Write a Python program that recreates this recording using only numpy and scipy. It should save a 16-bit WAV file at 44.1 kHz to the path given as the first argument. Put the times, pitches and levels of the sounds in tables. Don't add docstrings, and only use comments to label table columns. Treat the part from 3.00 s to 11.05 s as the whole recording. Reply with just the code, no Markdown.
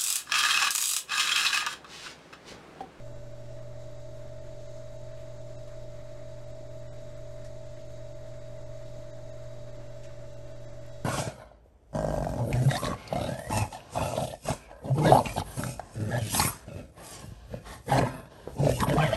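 import sys
import numpy as np
from scipy import signal
from scipy.fft import rfft, irfft, next_fast_len
from scipy.io import wavfile
from scipy.ndimage import uniform_filter1d, minimum_filter1d

SR = 44100
rng = np.random.default_rng(int(sys.argv[2]) if len(sys.argv) > 2 else 0)


def level_to_linear(level):
    exponent = np.asarray(level, float) / 20
    return 10 ** exponent


def transcribe(signal):
    frames = np.atleast_2d(signal).T
    limited = np.clip(frames, -1, 1)
    pcm = np.round(limited * 32767).astype(np.int16)
    wavfile.write(sys.argv[1], SR, pcm)


N = 354872

# t/s, speed/(turns per s)
SHAFT_SPEED = [(0.0, 18.206), (0.4, 18.226), (0.7, 18.323), (1.1, 18.378), (1.5, 18.422), (2.07, 18.457),
               (3.0, 18.466), (4.1, 18.483), (4.7, 18.465), (4.9, 18.446), (5.2, 18.462), (5.95, 18.428),
               (6.42, 18.462), (6.57, 18.445), (6.8, 18.256), (7.3, 18.172), (7.65, 18.146), (8.05, 18.165)]
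FREE_TURNS = 18.45
BARS = 16
# multiple of shaft speed, level/dB rms
ROTOR_ORDERS = [(1, -58.4), (4, -61.1), (16, -68.1), (18, -69.7), (20, -69.4), (31, -75), (33, -64.2),
                (35.2, -90), (36, -110.0), (37, -84.4), (39, -78.4), (40, -81.7), (41, -81.0), (42, -82.4),
                (44, -84.6), (47, -83.6), (48, -71.2), (49, -91.2)]
BAR_DB, BAR_FADE_DB = -52.0, 4.5
# multiple of shaft speed, level/dB rms
FREE_BRUSH_ORDERS = [(112, -82.6), (181, -87.0), (191, -85.0), (192, -83.9), (198, -82.6), (202, -85.2),
                     (206, -84.0), (207, -76.3), (208, -82.6), (210, -81.7), (214, -85.8), (222, -85.8),
                     (223, -85.4), (224, -83.8), (225, -85.0), (240, -88.0), (241, -87.1), (244, -84.2),
                     (254, -85.3), (255, -80.2), (256, -86.7), (257, -83.1), (263, -88.7), (286, -87.4),
                     (287, -81), (288, -86.9), (303, -88.6), (319, -89.4), (321, -88.0), (335, -85.3),
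                     (337, -87.4), (350, -87.9), (351, -76.7), (352, -90.5), (353, -89.3), (366, -90.8),
                     (367, -83.3), (368, -91.4), (369, -89.7), (382, -80.9), (383, -84.6), (384, -89.7),
                     (385, -83.3), (386, -85.4), (387, -89.2), (399, -88.8), (413, -89.2), (414, -83.3),
                     (415, -86.7), (416, -89.5), (429, -90.1), (430, -85.1), (436, -90.4), (437, -92.1),
                     (446, -92.4), (462, -93.8), (478, -92.8), (486, -98.2), (493, -95.9), (494, -95.7)]
# multiple of shaft speed, level/dB rms
LABOUR_BRUSH_ORDERS = [(83, -78.4), (112, -83.1), (151, -80.0), (152, -87.4), (168, -87.5), (184, -81.2),
                       (191, -86.2), (192, -86.2), (202, -84.5), (204, -84.6), (208, -84.1), (209, -84.5),
                       (210, -82.7), (214, -78.1), (241, -86.1), (247, -88.0), (251, -85.8), (255, -87.4),
                       (256, -82.4), (257, -86.1), (271, -88.3), (286, -88.7), (287, -84.8), (288, -83.4),
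                       (289, -85.9), (299, -90.4), (303, -83.8), (304, -86.9), (318, -87.7), (319, -89.0),
                       (321, -90.7), (334, -85.9), (335, -83.1), (337, -86.1), (351, -84.9), (352, -90.2),
                       (366, -91.1), (367, -85.6), (368, -91.7), (369, -88.3), (384, -91.0), (398, -81.0),
                       (399, -82.3), (401, -90.5), (414, -85.0), (415, -90.8), (417, -91.4), (430, -87.0),
                       (431, -90.9), (436, -92.9), (437, -92.5), (445, -90.5), (446, -94.8), (461, -93.3),
                       (462, -87.5), (468, -97.8), (478, -96.7), (493, -97.0), (494, -94.4), (496, -99.4)]
# f/Hz, level/dB rms
WEAK_BRUSH_LEVELS = [(1000, -94), (2000, -91), (3000, -92), (3900, -89), (5000, -90), (7000, -89),
                     (8200, -92), (9500, -103), (13000, -107)]
DRIVE_RATIO, DRIVE_LEAD = 34.6027, .25
DRIVE_DB, DRIVE_FADE_DB, DRIVE_SLACK_TURNS = -52, 23, 0.0285
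# offset/shaft multiples, level/dB below it
DRIVE_SIDES = [(-2.0, -22), (-1.0, -19), (-.6, -15), (-.22, -19), (1.0, -34), (2.0, -29)]
# f/Hz, width/Hz, level/dB rms on top
CASING_MODE = (641, 12, -61)
# offset/shaft multiples, level/dB, lead/cycles
CASING_THROBS = [(.6033, 1, .42), (1.0, 4, .62)]
# f/Hz, level/dB rms, wander/dB
STEADY_LINES = [
    (29.1, -53.5, 1),
    (120.0, -47.5, .7),
    (240.0, -70, 2),
    (480.0, -72, 1.2),
    (720.0, -84, 2),
    (1320.0, -83, 2),
    (1919.5, -85, 2),
]
# f/Hz, width/Hz, level/dB rms
FRAME_MODES = [(14, 5.9, -59.5), (30.3, 16, -64.5), (68.05, 14.7, -61), (97.4, 5.6, -72.5),
               (117.3, 30, -65.5), (134.54, 6.2, -69.5), (149.1, 13.4, -69), (167.8, 7.8, -72.5),
               (216.4, 6.9, -77.5), (283, 43.7, -71), (345.05, 14.6, -69), (382.5, 71, -65.5),
               (448, 11, -82), (538, 8, -76.5), (573, 6.1, -73.5), (621.4, 55.5, -65.5), (645, 8.6, -66.5),
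               (679.2, 34, -71), (751, 28, -74.5)]
SHAKE_FADE_DB = 4.5
# f/Hz, level/dB per Hz
HISS_COLOUR = [(30, -78), (100, -84.5), (500, -88), (900, -93), (1250, -94.2), (1600, -96.5), (2050, -97),
               (2500, -103.5), (3150, -106.5), (3900, -105), (5750, -110.5), (7400, -107.5), (8700, -114.5),
               (10700, -117), (12500, -112.5)]
# f/Hz, width/Hz, how much likelier
THIN_SPOTS = [(8150, 50, 1.2), (8440, 50, 2), (8580, 40, 1.8), (8720, 50, 1.6), (9030, 40, .8),
              (9230, 120, 1.6), (9370, 80, .7), (9480, 50, 1.5), (9910, 50, .8), (10120, 150, 1),
              (10240, 50, .8), (10500, 150, 1.3), (10820, 300, 1.5), (11080, 120, 1.1), (11580, 50, .8),
              (11890, 50, .9), (12140, 60, .9), (12300, 110, 1.6), (12510, 50, 1.8), (12760, 160, 1.5)]
# t/s, length/s, threshold/dB over the neighbouring lines
TREBLE_GAPS = [(0.144, 0.008, 9), (0.335, 0.01, 6.5), (0.608, 0.006, 12), (0.976, 0.012, 7),
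               (1.401, 0.006, 0), (1.681, 0.012, 5), (1.978, 0.011, 5), (2.133, 0.01, 5), (2.39, 0.011, 2),
               (2.574, 0.02, 11), (3.462, 0.011, 3), (3.529, 0.022, 5.5), (3.816, 0.008, 5),
               (3.899, 0.043, 8.5), (4.155, 0.004, 11), (4.265, 0.005, 12), (4.689, 0.006, 8.5),
               (4.837, 0.008, 6.5), (5.141, 0.006, 12), (5.399, 0.006, 11), (5.651, 0.006, 11),
               (5.841, 0.007, 7.5), (6.121, 0.012, 11), (6.315, 0.013, 12), (6.718, 0.006, 10.5),
               (7.317, 0.008, 5), (7.356, 0.009, 11), (7.538, 0.024, 2.5), (7.668, 0.021, 11),
               (7.912, 0.011, 13)]
BRIEF_GAPS = [3.688, 4.646, 4.754, 4.881, 5.585, 6.78, 6.886, 7.08, 7.463, 7.591, 7.718, 7.803]
BRIEF_S, BRIEF_DB = .007, 9
TOP_HZ = 12800
# t/s, length/s, level/dB rms, low edge f/Hz, high edge f/Hz
WET_SLIPS = [(1.77, .03, -63, 900, 1500), (2.17, .04, -67, 2200, 3500), (4.444, .018, -60, 3500, 9800),
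             (4.445, .01, -59, 1700, 2000), (4.766, .02, -61, 1600, 2000), (2.675, .012, -62, 900, 9000),
             (4.75, .06, -66, 1400, 3500), (7.033, .028, -61, 1300, 3500), (7.033, .02, -62.5, 3500, 8500),
             (7.8635, .0012, -61, 10000, 12000), (4.446, .012, -63, 5200, 6500),
             (7.04, .012, -61, 5200, 7300), (7.043, .012, -61, 1500, 2500), (7.085, .012, -63, 1400, 2200)]
OFFSET = .0077


def at_hz(points, hz):
    point_hz, level_db = np.transpose(points)
    return np.interp(np.log(hz), np.log(point_hz), level_db)


def in_time(rows):
    return np.interp(np.arange(N) / SR, *np.transpose(rows))


def rms_one(x):
    return x / np.sqrt(np.mean(x ** 2) + 1e-20)


def drift(rate):
    r = np.exp(-80 * np.pi * rate / SR)
    noise = rng.standard_normal(N // 40 + 2002)
    slow = rms_one(signal.lfilter([1], [1, -2 * r, r * r], noise)[2000:])
    return np.interp(np.arange(N) / 40, np.arange(len(slow)), slow)


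def sine(cycles):
    return np.sqrt(2) * np.sin(2 * np.pi * (cycles + rng.random()))


def band(x, low_hz, high_hz):
    edges = [low_hz, min(high_hz, .45 * SR)]
    return signal.sosfilt(signal.butter(2, edges, "band", fs=SR, output="sos"), x)


def each_turn(level_db, turns, phases, size=2 ** 17):
    spectrum = level_to_linear(level_db) * np.exp(2j * np.pi * phases)
    pattern = irfft(spectrum, size) * size / np.sqrt(2)
    return pattern[(turns % 1 * size).astype(int)]


def armature(turns, speed, wander_db=1.4):
    low = sum(level_to_linear(db + wander_db * drift(3.92)) * sine(k * turns) for k, db in ROTOR_ORDERS)
    bar_db = BAR_DB - BAR_FADE_DB * np.maximum(FREE_TURNS - speed, 0)
    return low + level_to_linear(bar_db + 2.0 + 0.506 * drift(6.3)) * sine(2 * BARS * turns)


def brushes(turns, speed, spread_db=4.5, falloff_db=1.5, free_db=-.4, labour_db=0, waver_db=2.6, count=12):
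    k = np.arange(694)
    from_bar = np.abs((k + BARS / 2) % BARS - BARS / 2)
    phases = rng.random(len(k))
    group = rng.integers(0, count, len(k))
    angle = turns + .00007 * drift(5.0)
    free = np.clip((speed - 18.24) / 0.17, 0, 1)
    wavers = [level_to_linear(waver_db * drift(5)) for _ in range(count)]
    out = 0
    patterns = ((FREE_BRUSH_ORDERS, free_db, free), (LABOUR_BRUSH_ORDERS, labour_db, 1 - free))
    for strong, extra_db, share in patterns:
        chance = np.clip(rng.standard_normal(len(k)), -3, .5)
        level = at_hz(WEAK_BRUSH_LEVELS, (k + 1) * FREE_TURNS) - falloff_db * from_bar + spread_db * chance
        level[:55] = -200
        for order, db in strong:
            level[int(order)] = db + extra_db
        for g, waver in enumerate(wavers):
            group_level = level - 200 * (group != g)
            out = out + share * waver * each_turn(group_level, angle, phases)
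    return out


def drive(turns, speed, sides_db=-5.0):
    cycles = DRIVE_RATIO * turns + DRIVE_LEAD + 0.01 * drift(6.2)
    sides = sum(level_to_linear(db + sides_db) * sine(cycles + k * turns) for k, db in DRIVE_SIDES)
    mode_hz, width, top_db = CASING_MODE
    throb = 0
    for k, db, lead in CASING_THROBS:
        detune = 2 * ((DRIVE_RATIO + k) * speed - mode_hz) / width
        level = level_to_linear(top_db + db + 2.0 * drift(2.9)) / np.sqrt(1 + detune ** 4)
        throb = throb + level * np.exp(2j * np.pi * (k * turns + lead))
    drag = np.maximum(FREE_TURNS - DRIVE_SLACK_TURNS - speed, 0)
    swing = level_to_linear(DRIVE_DB - DRIVE_FADE_DB * drag + 1.6 + 0.47 * drift(3.2)) + throb
    return np.sqrt(2) * np.real(swing * np.exp(2j * np.pi * cycles)) + level_to_linear(-47) * sides


def hum():
    t = np.arange(N) / SR
    return sum(level_to_linear(db + wander * drift(3.3)) * sine(hz * t) for hz, db, wander in STEADY_LINES)


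def body():
    out = 0
    for hz, width, db in FRAME_MODES:
        r = np.exp(-np.pi * width / SR)
        sos = [[1, 0.00021, -1, 1, -2 * r * np.cos(2 * np.pi * hz / SR), r * r]] * 2
        ringing = signal.sosfilt(sos, rng.standard_normal(N + SR))[SR:]
        out = out + level_to_linear(db) * rms_one(ringing)
    return out


def hiss(patchy_db=1.42):
    size = next_fast_len(N)
    hz = np.maximum(np.fft.rfftfreq(size, 1 / SR), 1)
    colour = rfft(rng.standard_normal(size)) * level_to_linear(at_hz(HISS_COLOUR, hz)) * np.sqrt(SR / 2)
    edges = [0, 1000, 2500, 6000, SR]
    out = 0
    for low, high in zip(edges, edges[1:]):
        part = irfft(colour * (hz >= low) * (hz < high), size)[:N]
        out = out + part * level_to_linear(patchy_db * drift(12))
    return out


def treble_gaps(x, size=1024, margin_db=7.0, lift_share=1.0):
    hz, t, lines = signal.stft(x, SR, nperseg=size, noverlap=size * 7 // 8)
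    keep = np.ones(lines.shape)
    chance = uniform_filter1d(rng.standard_normal(lines.shape), size=40, axis=1)
    chance = rms_one(uniform_filter1d(chance, size=3, axis=0))
    thin = sum(share * np.exp(-(2 * (hz - centre) / (width + 40)) ** 4) for centre, width, share in THIN_SPOTS)
    limit = np.interp(hz, [6000, 8000, 8600], [4, 2.2, 1.5]) - thin
    keep[chance > limit[:, None]] = .03
    for s, length, over_db in TREBLE_GAPS + [(s, BRIEF_S, BRIEF_DB) for s in BRIEF_GAPS]:
        frames = np.abs(t - s) < length / 2 + .004
        power = (np.abs(lines[:, frames]) ** 2).sum(axis=1)
        around = uniform_filter1d(power, size=31)
        threshold = around * level_to_linear(min(over_db - margin_db, 3.5) - 2 + hz / 3000) ** 2
        peak = (power > threshold) & (-power <= minimum_filter1d(-power, size=7))
        strong = (peak | np.roll(peak, 1) | np.roll(peak, -1)) & (hz < 8800)
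        left = uniform_filter1d(power * strong, size=31) + 1e-20
        lift = np.minimum((around / left) ** (lift_share / 2), 3.2)
        keep[:, frames] = np.where(hz < 1700, 1, strong * lift)[:, None]
    keep[hz > TOP_HZ] = 0
    return signal.istft(lines * keep, SR, nperseg=size, noverlap=size * 7 // 8)[1][:N]


def slips():
    out = np.zeros(N)
    for s, length, db, low_hz, high_hz in WET_SLIPS:
        grit = rng.standard_normal(8192) * level_to_linear(2.7 * rng.standard_normal(8192))
        u = np.arange(8192) / SR / length
        envelope = np.minimum(u / 0.021, 1) * np.exp(-u ** 2 * 0.21)
        puff = rms_one(band(grit, low_hz, high_hz)) * envelope
        i = round(s * SR)
        out[i:i + 8192] += level_to_linear(db) * puff[:N - i]
    return out


def scene():
    speed = in_time(SHAFT_SPEED)
    turns = np.cumsum(speed) / SR
    motor = armature(turns, speed) + brushes(turns, speed) + drive(turns, speed)
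    shake = level_to_linear(-SHAKE_FADE_DB * (speed.max() - speed) + 1.0 + 0.44 * drift(2.3))
    return (motor + hum() + shake * body() + hiss() + slips())[None]


def top_cut(x):
    return signal.sosfilt(signal.butter(12, 12910, fs=SR, output="sos"), x)


def record(dry):
    mix = treble_gaps(dry[0])[None] + OFFSET
    return top_cut(mix)


dry = scene()
out = record(dry)
transcribe(out)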